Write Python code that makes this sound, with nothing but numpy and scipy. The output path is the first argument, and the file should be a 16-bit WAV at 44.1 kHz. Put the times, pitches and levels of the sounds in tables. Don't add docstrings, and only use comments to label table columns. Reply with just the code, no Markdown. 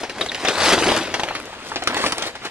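import sys
import numpy as np
from scipy import signal
from scipy.fft import rfft, irfft, next_fast_len
from scipy.io import wavfile
from scipy.ndimage import uniform_filter1d, map_coordinates

SR = 44100
rng = np.random.default_rng(int(sys.argv[2]) if len(sys.argv) > 2 else 0)


def generate_wav(signal):
    frames = np.transpose(np.atleast_2d(signal))
    scaled = np.clip(frames, -1, 1) * 32767
    pcm = np.round(scaled).astype(np.int16)
    wavfile.write(sys.argv[1], SR, pcm)


N = 110250


def amp(db):
    return 10 ** (np.asarray(db) / 20)


def unit(x):
    return x / np.sqrt(np.mean(x ** 2) + 1e-20)


def along(points, hz):
    point_hz, values = np.transpose(points)
    return np.interp(np.log(hz + 1), np.log(point_hz + 1), values)


def curves(rows):
    times_s, *columns = np.transpose(rows)
    return [np.interp(np.arange(N) / SR, times_s, column) for column in columns]


def coloured(x, spectrum):
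    size = 2 * next_fast_len(N // 2 + 8192)
    gain = amp(along(spectrum, np.fft.rfftfreq(size, 1 / SR)))
    cepstrum = irfft(np.log(gain), size)
    cepstrum[1:size // 2] *= 2
    cepstrum[size // 2 + 1:] = 0
    return irfft(rfft(x, size) * np.exp(rfft(cepstrum)), size)[..., :N]


def add(track, start_s, sound):
    part = track[max(round(start_s * SR), 0):][:len(sound)]
    part += sound[:len(part)]


def burst(t, t60_s, lo_hz, hi_hz, spiky):
    fade = amp(-60 * t / t60_s)
    cracks = rng.standard_normal(len(t)) * np.exp(spiky * rng.standard_normal(len(t)))
    bandpass = signal.butter(2, [lo_hz, hi_hz], "band", fs=SR, output="sos")
    return unit(signal.sosfilt(bandpass, cracks * fade)) * np.sqrt(np.mean(fade ** 2))


def grains(per_s, lo_hz, hi_hz, decay_cycles, spread_db, samples):
    when, pitch, strength, polarity = rng.random((int(per_s * N / SR), 4)).T
    hz = lo_hz * (hi_hz / lo_hz) ** pitch[:, None]
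    age = np.arange(samples)
    cycles = hz * age / SR
    gain = amp(-spread_db * np.log(1 - .97 * strength)) * np.sign(polarity - .5)
    rings = gain[:, None] * hz * np.sin(2 * np.pi * cycles) * np.exp(-cycles / decay_cycles)
    positions = (when * N).astype(int)[:, None] + age
    return np.bincount(positions.ravel(), rings.ravel(), N)[:N]


def stick_slip(per_s, t60_s, depth):
    chance, size = rng.random((2, N))
    slips = (chance < per_s / SR) * size
    jolts = signal.lfilter([1], [1, -amp(-60 / (t60_s * SR))], slips)
    return unit(1 + depth * jolts)


# time in seconds, relative levels in dB of tumbling lumps, crumpling paper, fine crackle.
RUSTLE_LEVELS = [(0,-32,-36,-39),(.1,-43.5,-44,-53.5),(.235,-31,-36.5,-40.5),(.285,-42,-40.5,-47),(.41,-37.5,-32,-40.5),(.485,-23.5,-30,-33),(.53,-30,-29,-36),(.59,-27.5,-24.5,-29.5),(.655,-23.5,-18.5,-22),(.725,-22.5,-18.5,-26),(.765,-24,-25,-34),(.86,-20.5,-22,-29.5),(.97,-24,-23.5,-34),(1.03,-30.5,-30.5,-37),(1.12,-33.5,-36.5,-44.5),(1.29,-34,-34,-45),(1.43,-40,-41.5,-48.5),(1.6,-44.5,-41.5,-52),(1.67,-39,-40.5,-43),(1.85,-40,-39,-53),(1.9,-32.5,-28.5,-43.5),(2.06,-30.5,-25,-32),(2.155,-39.5,-35,-45),(2.28,-34.5,-30,-36),(2.32,-43,-44.5,-61),(2.41,-46.5,-46,-55),(2.46,-34,-26,-36.5),(2.5,-52,-47,-62)]
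# frequency in Hz, gain in dB.
LUMP_SPECTRUM = [(30,-28.5),(90,-7.5),(150,-12.5),(230,-2.5),(335,0.5),(680,-1.5),(1600,-28.5),(4000,-58)]
PAPER_SPECTRUM = [(200,-22.5),(500,-8),(850,-0.5),(1300,-0.5),(1800,-0.5),(2600,-2.5),(3400,-5.5),(5000,-11),(15000,-70)]
CRACKLE_SPECTRUM = [(1500,-37),(3200,-0.5),(4500,1),(8500,-6.5),(10500,-10),(12000,-16),(14000,-31)]


def rustle():
    lumps_db, paper_db, crackle_db = curves(RUSTLE_LEVELS)
    lumps = grains(per_s=900, lo_hz=60.2, hi_hz=1410, decay_cycles=2.57, spread_db=2.5, samples=1500)
    paper = grains(per_s=5000, lo_hz=525, hi_hz=6240, decay_cycles=0.63, spread_db=4.5, samples=250)
    crackle = grains(per_s=2800, lo_hz=2920, hi_hz=13400, decay_cycles=0.31, spread_db=4.5, samples=60)
    layers = amp(lumps_db) * unit(coloured(lumps, LUMP_SPECTRUM))
    layers += amp(paper_db + 1) * unit(coloured(paper, PAPER_SPECTRUM))
    layers += amp(crackle_db + 1) * unit(coloured(crackle, CRACKLE_SPECTRUM))
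    return layers * stick_slip(per_s=42, t60_s=0.013, depth=0.67)


# frequency in Hz, gain in dB.
AIR_SPECTRUM = [(25, -7), (60, -1.5), (1000, -5), (3000, -8.5), (8000, -22), (11500, -41), (14000, -57)]


def outdoor_air():
    mid, side = rng.standard_normal((2, N))
    side = coloured(side, [(200, -19.5), (1000, -10.5), (4000, -2.5)])
    air = unit(coloured(np.array([mid + side, mid - side]), AIR_SPECTRUM))
    return amp(-43) * air * amp([[1.1], [-1.1]])


# start in seconds, relative level in dB, panel pitch in Hz,
# relative bass and treble levels in dB, crinkle t60 in seconds.
PANEL_SNAPS = [(.033,-27.5,740,-28.5,-43,0.14),(.096,-29.5,1740,-29.5,-36.5,0.077),(.183,-30.5,1030,-52,-42,0.068),(0.2107,-20.5,1190,-22,-32,0.067),(.262,-25.5,710,-38,-35.5,0.018),(.318,-22,2110,-33,-37.5,0.02),(0.3471,-23.5,2670,-37,-34,0.035),(0.4489,-18.5,686,-34,-30,0.099),(0.485,-21.5,1530,-26,-26,0.12),(.733,-15,2080,-36,-23.5,0.036),(.919,-21,960,-39,-31,0.029),(0.9647,-23,1480,-21,-30,0.071),(1.141,-19,880,-29,-27.5,0.087),(1.196,-19,895,-32,-32.5,0.044),(1.2342,-18.5,760,-42,-32.5,.049),(1.287,-22.5,2130,-47,-41,0.037),(1.351,-28.5,1310,-32,-34.5,0.15),(1.7594,-24,720,-26.5,-34.5,0.11),(1.8221,-23,760,-33,-43.5,0.11),(1.874,-14,1380,-28,-25,0.048),(1.9674,-20,910,-25,-32.5,0.079),(2.0399,-15.5,1120,-26,-50,0.07),(2.063,-21,820,-24.5,-26.5,0.049),(2.122,-21.5,980,-28.5,-28.5,.05),(2.182,-28.5,725,-35.5,-32,0.035),(2.223,-30.5,814,-46,-31,0.067),(2.353,-33,1000,-38,-43,0.099)]
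# frequency in Hz, gain in dB.
SNAP_EQ = [(50,-1),(150,-2.5),(1500,0.5),(6000,-1),(8500,-9),(10500,-10),(12000,-19.5),(14500,-49)]


def panel_snaps():
    t60_cycles, bass_t60_s = 6.4, 0.064
    out, t = np.zeros(N), np.arange(SR // 6) / SR
    for start_s, db, hz, bass_db, treble_db, crinkle_t60_s in PANEL_SNAPS:
        pop = amp(10) * np.sin(2 * np.pi * hz * t) * amp(-60 * t * hz / t60_cycles)
        flex = amp(-3.5) * burst(t, 1.29 * crinkle_t60_s, lo_hz=0.85 * hz, hi_hz=1.16 * hz, spiky=0.77)
        crinkle = amp(7) * burst(t, crinkle_t60_s, lo_hz=1060, hi_hz=3590, spiky=0.54)
        shake = burst(t, bass_t60_s, lo_hz=219, hi_hz=580, spiky=0.05)
        push = amp(-12) * burst(t, bass_t60_s, lo_hz=71, hi_hz=178, spiky=0.23)
        fizz = burst(t, t60_s=0.042, lo_hz=3650, hi_hz=11300, spiky=1.53)
        crack = amp(12.5) * burst(t, t60_s=0.0018, lo_hz=2510, hi_hz=13400, spiky=0.19)
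        middle = amp(db) * (pop + flex) + amp((db + treble_db) / 2) * crinkle
        bass = amp(bass_db + 3) * (shake + push)
        treble = amp(treble_db + 6) * (fizz + crack)
        add(out, start_s, middle + bass + treble)
    return coloured(out, SNAP_EQ)


# start in seconds, relative level in dB, pitch in Hz.
BRIQUETTE_KNOCKS = [(.162,-23,690),(.734,-6.5,360),(0.78,-6.5,328),(0.864,-11,349),(.885,-7.5,410),(.919,-6,514),(1.3075,-10.5,810),(1.5301,-22,864),(1.581,-26,1100),(1.717,-12.5,890),(2.424,-24.5,880)]


def briquette_knocks():
    t60_cycles = 18
    out, t = np.zeros(N), np.arange(SR // 5) / SR
    for start_s, db, hz in BRIQUETTE_KNOCKS:
        ring = np.sin(2 * np.pi * hz * t) * amp(-60 * t * hz / t60_cycles)
        scuff = amp(-6) * burst(t, t60_s=0.076, lo_hz=0.73 * hz, hi_hz=2.1 * hz, spiky=0.62)
        push = amp(-31) * burst(t, t60_s=0.26, lo_hz=55, hi_hz=159, spiky=0.11)
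        add(out, start_s, amp(db - 6) * (ring + scuff + push))
    return out


# centre in seconds, level in dB.
CHIRP_SWELLS = [(0.2154, -12), (0.225, -19), (0.289, -22), (0.2962, -18), (0.475, -14)]


def chirps():
    pitch_hz, waver_rms_hz, sigma_s = 3770, 232, 0.0017
    t = np.arange(N) / SR
    hz = pitch_hz + waver_rms_hz * unit(uniform_filter1d(rng.standard_normal(N), size=50))
    swells = sum(amp(db) * np.exp(-.5 * ((t - centre_s) / sigma_s) ** 2) for centre_s, db in CHIRP_SWELLS)
    return swells * np.sin(2 * np.pi * np.cumsum(hz) / SR)


# start in seconds, relative level in dB, ring pitch in Hz.
FOLD_TICKS = [(0.3468,-21,3240),(0.4832,-18,3800),(.6025,-20,4360),(0.7263,-13,5830),(0.883,-12.5,4950),(.9185,-13,3200),(.9645,-9.5,6500),(0.976,-9,7040),(1.401,-17,1400),(1.4561,-22,6600),(1.6983,-21.5,7800),(1.838,-14.5,7700),(1.8747,-7.5,5800),(1.945,-10.5,4460),(1.979,-18,5550),(2.0228,-26,6000),(2.0407,-17,4200),(2.1229,-6.5,5060),(2.1822,-12,8100),(2.2276,-13,3570)]


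def fold_ticks():
    t60_cycles, overtone_ratio = 14.4, 1.727
    out, t = np.zeros((2, N)), np.arange(SR // 30) / SR
    for start_s, db, hz in FOLD_TICKS:
        phase = 2 * np.pi * hz * t
        ring = (np.sin(phase) + amp(-5) * np.sin(overtone_ratio * phase)) * amp(-60 * t * hz / t60_cycles)
        for channel in out:
            crack = amp(-3) * burst(t, t60_s=0.00087, lo_hz=1500, hi_hz=12700, spiky=0.2)
            add(channel, start_s, amp(db) * (ring + crack))
    return coloured(out, [(10500, -1), (14000, -27)])


# time in seconds, lag of left behind right in ms, left over right in dB.
BAG_POSITION = [(.9, 0.035, 2), (1.8, .11, 1.6)]


def panned(x):
    lag_ms, left_db = curves(BAG_POSITION)
    half_lag_samples = lag_ms * SR / 1000 / 2
    left = amp(left_db / 2) * map_coordinates(x, [np.arange(N) - half_lag_samples])
    right = amp(-left_db / 2) * map_coordinates(x, [np.arange(N) + half_lag_samples])
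    return np.array([left, right])


# frequency in Hz, t60 in seconds.
ECHO_T60 = [(100,0.072),(3000,0.09),(12000,0.26)]
# frequency in Hz, gain in dB.
ECHO_EQ = [(100,-10.5),(500,-14),(1500,-9.5),(4000,-1.5),(12000,1.5)]


def patio_echo(x):
    step_s, early_t60_s = 0.04, 0.022
    t = np.arange(N) / SR
    echo = np.zeros((2, N))
    for centre_s in np.arange(0, t[-1] + step_s, step_s):
        hz, age_s, noise = signal.stft(rng.standard_normal((2, SR // 5)), SR, nperseg=256)
        early = amp(10) * amp(-60 * age_s / early_t60_s)
        late = amp(-60 * age_s / along(ECHO_T60, hz)[:, None])
        tail = signal.istft(noise * (early + late), SR, nperseg=256)[1]
        part = x * np.sqrt(np.clip(1 - abs(t - centre_s) / step_s, 0, 1))
        echo += signal.oaconvolve(part[None], tail / np.linalg.norm(tail[0]), axes=1)[:, :N]
    return coloured(echo, ECHO_EQ) * amp([[.8], [-.8]])


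def scene():
    near = rustle() + panel_snaps() + briquette_knocks() + chirps()
    ticks = fold_ticks()
    echo = patio_echo(near + amp(-5) * ticks.mean(axis=0))
    return panned(near) + ticks + echo + outdoor_air()


def record(dry):
    cutoff_hz = 14560
    size = next_fast_len(N + 8192)
    passband = np.fft.rfftfreq(size, 1 / SR) < cutoff_hz
    return irfft(rfft(np.clip(dry, -1, 1), size) * passband, size)[:, :N]


dry = scene()
out = record(dry)
generate_wav(out)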